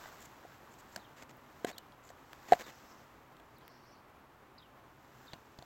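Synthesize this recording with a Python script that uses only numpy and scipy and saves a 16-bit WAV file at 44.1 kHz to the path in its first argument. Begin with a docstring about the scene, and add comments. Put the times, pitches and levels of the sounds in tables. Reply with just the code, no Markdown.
"""Paper cup on garden stone

A hand picks a paper cup with a little coffee off a flat stone, tilts it and sets it down.
The hollow body knocks with a short ring, the stiff wall snaps, and fingers and base scuff.
A sleeve rustles, a small bird whistles now and then, and a faint high hiss swells twice in soft air."""
import sys
import numpy as np
from scipy import signal
from scipy.fft import rfft, irfft
from scipy.io import wavfile

SR = 44100
rng = np.random.default_rng(int(sys.argv[2]) if len(sys.argv) > 2 else 0)


def unload_audio(sound):
    """Save the sound as a 16-bit wav file, at the path given as the first command line argument."""
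    columns = np.transpose(np.atleast_2d(sound))
    # keep every value between -1 and 1, then stretch to whole-number steps
    steps = np.round(np.clip(columns, -1, 1) * 32767)
    wavfile.write(sys.argv[1], SR, steps.astype(np.int16))


N = 249165
TIME = np.arange(N) / SR
HIT_TIME = np.arange(SR // 8) / SR


def amp(db):
    """Decibels to gain."""
    return 10 ** (np.asarray(db) / 20)


def unit(x):
    """Scales to rms 1."""
    return x / np.sqrt(np.mean(x ** 2) + 1e-20)


def add(mix, start_s, sound):
    """Mixes a sound in at its start time."""
    part = mix[max(round(start_s * SR), 0):][:len(sound)]
    part += sound[:len(part)]


def colour(x, spectrum, tilt=0, peak_hz=1000, peak_db=0, octaves=0.83, size=2048):
    """Causal EQ of unit energy: a spectrum, a tilt in dB per octave and one bell."""
    octave = np.log2(np.maximum(abs(np.fft.fftfreq(size, 1 / SR)), 20))
    hz, db = np.transpose(spectrum)
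    bell = peak_db * np.exp(-((octave - np.log2(peak_hz)) / octaves) ** 2)
    gain = amp(np.interp(octave, np.log2(hz), db) + tilt * octave + bell)
    taps = np.fft.ifft(np.exp(np.conj(signal.hilbert(np.log(gain))))).real  # minimum phase
    return signal.fftconvolve(x, taps / np.linalg.norm(taps))[:len(x)]


def drift(rate_hz):
    """Smooth random wander of rms 1."""
    lowpass = np.exp(-(np.fft.rfftfreq(N, 1 / SR) / rate_hz) ** 2)
    return unit(irfft(rfft(rng.standard_normal(N)) * lowpass, N))


def grains(per_s, spread_db):
    """Tiny friction slips of uneven size."""
    size = amp(spread_db * np.minimum(rng.exponential(1, N), 4))
    return unit(rng.standard_normal(N) * size * (rng.random(N) < per_s / SR))


def ring(hz, db, t60):
    """One struck mode dying away."""
    return amp(db - 60 * HIT_TIME / t60) * np.sin(2 * np.pi * hz * HIT_TIME)


def crackle(t60, swell=0.064):
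    """A dense burst of paper noise that swells and quickly dies."""
    attack = 1 - np.exp(-HIT_TIME / (swell * t60))
    return rng.choice([-2., 2.], len(HIT_TIME)) * attack * amp(-60 * HIT_TIME / t60)


# tone of the outdoor bed: freq_hz, level_db
AIR_SPECTRUM = [(25, -10), (55, 2.5), (110, 2), (135, 5), (175, -2.5), (250, 3), (500, -1), (1050, 1.5),
                (1600, -5.5), (2200, -10), (3200, -16), (5000, -24.5), (9500, -30.5), (13000, -25),
                (16000, -26.5)]


def air(level_db=-58, fade_db_per_s=0.46, waver_db=0.6, hum_hz=131, hum_db=-77.5):
    """A soft outdoor wash that slowly eases, over a faint wavering hum."""
    hz, db = np.transpose(AIR_SPECTRUM)
    shape = amp(np.interp(np.log(np.fft.rfftfreq(N, 1 / SR) + 1), np.log(hz), db))
    wash = unit(irfft(rfft(rng.standard_normal(N)) * shape, N))
    wander = drift(3.6) + 1j * drift(15)
    hum = unit((wander * np.exp(2j * np.pi * hum_hz * TIME)).real)
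    return wash * amp(level_db - fade_db_per_s * TIME + waver_db * drift(24)) + amp(hum_db) * hum


# tone of the cloth: freq_hz, level_db
SLEEVE_SPECTRUM = [(200, -11.5), (900, 6), (1700, 4.5), (2400, -4.5), (3000, -4), (4600, -6.5),
                   (5900, -6.5), (7700, -7), (9200, -26.5), (13000, -10.5), (16000, -12)]
# arm movements, timed at their fastest: peak_s, level_db
ARM_SWINGS = [(.04, -54.5), (.52, -64), (.93, -63), (1.61, -64), (2.58, -56), (2.92, -65), (3.55, -73),
              (5.25, -63), (5.65, -67)]


def sleeve(rest_db=-76, rise_db_per_s=36.5, fall_db_per_s=35, flutter_db=-0.1):
    """Cloth rustles as the arm moves: each movement swells and dies away."""
    power = amp(rest_db) ** 2
    for peak_s, db in ARM_SWINGS:
        drop_db = np.maximum(rise_db_per_s * (peak_s - TIME), fall_db_per_s * (TIME - peak_s))
        power = power + amp(db - drop_db) ** 2
    rustle = colour(grains(per_s=14000, spread_db=2), SLEEVE_SPECTRUM)
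    return rustle * np.sqrt(power) * amp(flutter_db * drift(30))


# resonances of the hollow body: pitch_hz, signed_gain, t60_s
BODY_MODES = [(477, -0.852, 0.0062), (532, 0.844, 0.0088), (710, 0.6, 0.042), (790, -0.48, 0.021)]


def add_knock(mix, start_s, db, softness_ms):
    """A contact rings the hollow body; a softer one leaves only the low thud."""
    body = sum(gain * ring(hz, 0, t60) for hz, gain, t60 in BODY_MODES)
    low_cut = signal.butter(2, 165, "high", fs=SR, output="sos")  # a small cup radiates little bass
    around_s = np.arange(-128, 129) / SR
    push = np.exp(-0.5 * (1000 * around_s / softness_ms) ** 2)
    knock = np.convolve(signal.sosfilt(low_cut, body), push / push.sum())
    add(mix, start_s + around_s[0], amp(db) * knock)


# tone of the paper wall: freq_hz, level_db
WALL_SPECTRUM = [(100, -10), (600, 7), (950, 3), (1280, -15), (1550, 0.5), (1850, -1), (2400, -15.5),
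                 (3000, -8.5), (3750, -9.5), (4400, -9), (5100, -22), (7600, -15.5), (9300, -30),
                 (12500, -28.5), (16000, -30)]


def wall_snap(tilt, **peak):
    """The stiff wall answers a contact with one short crackle."""
    return colour(crackle(t60=0.014), WALL_SPECTRUM, tilt, **peak)


# ring of the stiff base, relative to the snap: pitch_hz, level_db, t60_s
BASE_RING = [(1800, -3, 0.0093), (2000, -4, 0.012), (3670, -8, 0.0087)]
# hits on the base: start_s, knock_db, softness_ms, snap_db, tilt_db_per_octave
BASE_HITS = [(0.058, -30, 0.85, -44.5, -2), (0.45, -22.5, 0.44, -66, 0), (.9745, -36, 0.17, -52, 2),
             (1.6468, 2, 0.53, -30.5, 2), (1.7045, -35, 0.19, -50, 4), (1.7128, -37, 0.51, -45, 2),
             (2.103, -32, 0.33, -52, -2), (2.5218, 1.2, .14, -25, 1), (2.5328, -30, 0.49, -22.5, -1),
             (2.609, -38, .2, -43, 4)]


def base_hits():
    """Each blow on the base knocks the body, snaps the wall and rings the base itself."""
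    out = np.zeros(N)
    base = sum(ring(*mode) for mode in BASE_RING)
    for start_s, knock_db, softness_ms, snap_db, tilt in BASE_HITS:
        add_knock(out, start_s, knock_db, softness_ms)
        add(out, start_s, amp(snap_db) * (wall_snap(tilt) + base))
    return out


def strokes(cues, taper, uneven_db):
    """Short strokes of stick and slip under uneven pressure."""
    out = np.zeros(N)
    slips = grains(per_s=6400, spread_db=-2) * amp(uneven_db * drift(70))
    for start_s, length_s, db in cues:
        stroke = unit(slips[round(start_s * SR):][:round(length_s * SR)])
        add(out, start_s, amp(db) * stroke * signal.windows.tukey(len(stroke), taper))
    return out


# tone of rubbed paper: freq_hz, level_db
SCUFF_SPECTRUM = [(100, -16), (250, -0.5), (720, -3), (900, -2), (1300, -7), (1900, -1), (2600, -7),
                  (3800, -11), (5400, -13), (7400, -9.5), (9200, -28.5), (13000, -17.5), (16000, -23)]
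# fingers sliding on the paper: start_s, length_s, level_db
FINGER_SLIDES = [(.195, .075, -59), (.702, 0.047, -65), (.781, 0.032, -62.5), (.914, 0.078, -66),
                 (2.022, 0.1, -66.5)]
# the base scraping on the stone: start_s, length_s, level_db
STONE_SCRAPES = [(1.158, 0.075, -58), (1.22, 0.019, -54), (1.289, .027, -58), (1.663, 0.046, -46),
                 (2.471, 0.096, -51), (2.587, 0.042, -47.5), (2.657, 0.055, -54)]


def scuffs():
    """The paper colours each stroke: bright under the fingers, coarser on the stone."""
    slides = strokes(FINGER_SLIDES, taper=0.34, uneven_db=-4)
    scrapes = strokes(STONE_SCRAPES, taper=0.35, uneven_db=-1)
    fingers = colour(slides, SCUFF_SPECTRUM, tilt=3, peak_hz=7400, peak_db=6.5, octaves=0.24)
    stone = colour(scrapes, SCUFF_SPECTRUM, tilt=-0.79, peak_hz=7250, peak_db=0.5, octaves=0.3)
    return fingers + stone


# the wall giving under the fingers: start_s, snap_db, tilt_db_per_octave, panel_hz, knock_db
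WALL_BUCKLES = [(.961, -34, 3.5, 5370, -58), (1.7812, -38, 7.5, 4050, -64), (1.921, -56.5, 1.5, 4500, -68),
                (2.0902, -52.5, 4, 4900, -62), (3.367, -58.5, 5, 3000, -68), (3.3985, -57, 4, 3000, -40),
                (5.3334, -38.5, 0.5, 4150, -36), (5.339, -48, 0.5, 3800, -53),
                (5.588, -45.5, 0.5, 4640, -38), (5.6238, -51, 3, 3600, -37)]


def wall_buckles():
    """A panel buckles with a snap and a ping of its own, and knocks the body."""
    out = np.zeros(N)
    for start_s, snap_db, tilt, panel_hz, knock_db in WALL_BUCKLES:
        add_knock(out, start_s, knock_db, softness_ms=0.26)
        snap = wall_snap(tilt, peak_hz=panel_hz, peak_db=4.5)
        ping = ring(panel_hz, db=0, t60=0.0075)
        add(out, start_s, amp(snap_db) * (snap + ping))
    return out


# low thumps of the grip: start_s, level_db, pitch_hz, t60_s
GRIP_BUMPS = [(0.963, -49.5, 197, 0.11), (2.521, -36, 300, 0.014), (5.334, -43, 157, 0.047),
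              (5.589, -41, 128, 0.029)]


def grip_bumps():
    """The hand bumps the cup as it grips, sounding one low mode."""
    out = np.zeros(N)
    for start_s, db, hz, t60 in GRIP_BUMPS:
        add(out, start_s, ring(hz, db, t60))
    return out


# the two notes of a call: delay_s, length_s, pitch_hz, level_db
CALL_NOTES = [(0, 0.0375, 4020, 1), (0.043, 0.053, 3220, -2)]
# the small bird's calls: start_s, level_db, pitch_ratio
BIRD_CALLS = [(.995, -61, 1), (1.718, -60, 1.04), (2.634, -57, 1), (3.56, -65, 1.05), (4.575, -57, 1.02),
              (5.266, -56, 1.02)]


def bird(flick_depth=0.187, flick_at_s=0.01024, flick_width_s=0.0037, sag_octaves_per_s=4.86,
         attack_s=0.006, release_s=0.0039, fade_db_per_s=230):
    """A near-pure whistle: two notes that flick up, sag and fade, the second lower."""
    out = np.zeros(N)
    wobble = 1 + 0.037 * drift(250)
    flutter = amp(3 * drift(120))
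    for start_s, call_db, pitch_ratio in BIRD_CALLS:
        for delay_s, length_s, hz, note_db in CALL_NOTES:
            t = np.arange(0, length_s, 1 / SR)
            now = round((start_s + delay_s) * SR) + np.arange(len(t))
            flick = 1 + flick_depth * np.exp(-((t - flick_at_s) / flick_width_s) ** 2)
            glide_hz = pitch_ratio * hz * flick * 2 ** (-sag_octaves_per_s * t) * wobble[now]
            whistle = np.sin(2 * np.pi * np.cumsum(glide_hz) / SR) * flutter[now]
            gate = np.minimum(np.minimum(t / attack_s, (length_s - t) / release_s), 1)
            add(out, start_s + delay_s, gate * amp(call_db + note_db - fade_db_per_s * t) * whistle)
    return out


# tone of a tick: freq_hz, level_db
TICK_SPECTRUM = [(200, -8), (900, 9), (4000, -1), (7500, -12), (9500, -14.5), (16000, -5)]
# ticks of the paper: start_s, level_db, tilt_db_per_octave
PAPER_TICKS = [(1.3695, -46, 13), (2.3317, -35.5, -1.5), (3.585, -41, 17), (3.6795, -42, 1.5)]


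def paper_ticks():
    """Very short crackles, heard as thin dry ticks."""
    out = np.zeros(N)
    for start_s, db, tilt in PAPER_TICKS:
        add(out, start_s, amp(db) * colour(crackle(t60=0.0047), TICK_SPECTRUM, tilt))
    return out


# swells of faint high hiss: start_s, length_s, level_db, low_hz, high_hz, swing_ratio
HISS_SWELLS = [(2.602, 0.49, -71.5, 5280, 6000, .09), (3.559, 0.49, -71, 4580, 5540, 0.0565)]


def faint_hiss(flutter_db=3, taper=0.52):
    """A high wavering hiss in two bands: fast random glides, smeared by scatter."""
    out = np.zeros(N)
    for start_s, length_s, db, *centres_hz, swing in HISS_SWELLS:
        bands = np.zeros(N)
        for hz in centres_hz:
            glide_hz = hz * (1 + swing * drift(336))
            bands += np.sin(2 * np.pi * np.cumsum(glide_hz) / SR) * amp(flutter_db * drift(30))
        hiss = unit(bands[:round(length_s * SR)])
        add(out, start_s, amp(db) * hiss * signal.windows.tukey(len(hiss), taper))
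    return garden(out, t60=0.071)


def garden(x, t60):
    """Thin scatter from ground, plants and walls."""
    t = np.arange(SR // 2) / SR
    echoes = rng.standard_normal(len(t)) * (rng.random(len(t)) < 0.1)
    tail = echoes * (t > 0.006) * amp(-60 * t / t60)  # 6 ms pre-delay
    return signal.fftconvolve(x, tail / np.linalg.norm(tail))[:N]


def scene():
    """Mono mix: cup and sleeve close and nearly dry, over bird, hiss and air."""
    cup = base_hits() + scuffs() + wall_buckles() + grip_bumps() + paper_ticks()
    calls = bird()
    near = cup + amp(-31) * garden(cup, t60=0.2) + sleeve()
    bed = calls + amp(-11.5) * garden(calls, t60=0.4) + faint_hiss() + air()
    return (near + bed)[None]


def record(dry):
    """A steep high cut at 16.1 kHz on the whole mix."""
    high_cut = signal.firwin(401, 16100, window=("kaiser", 8), fs=SR)
    return signal.oaconvolve(dry, high_cut[None], "same")


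dry = scene()
out = record(dry)
unload_audio(out)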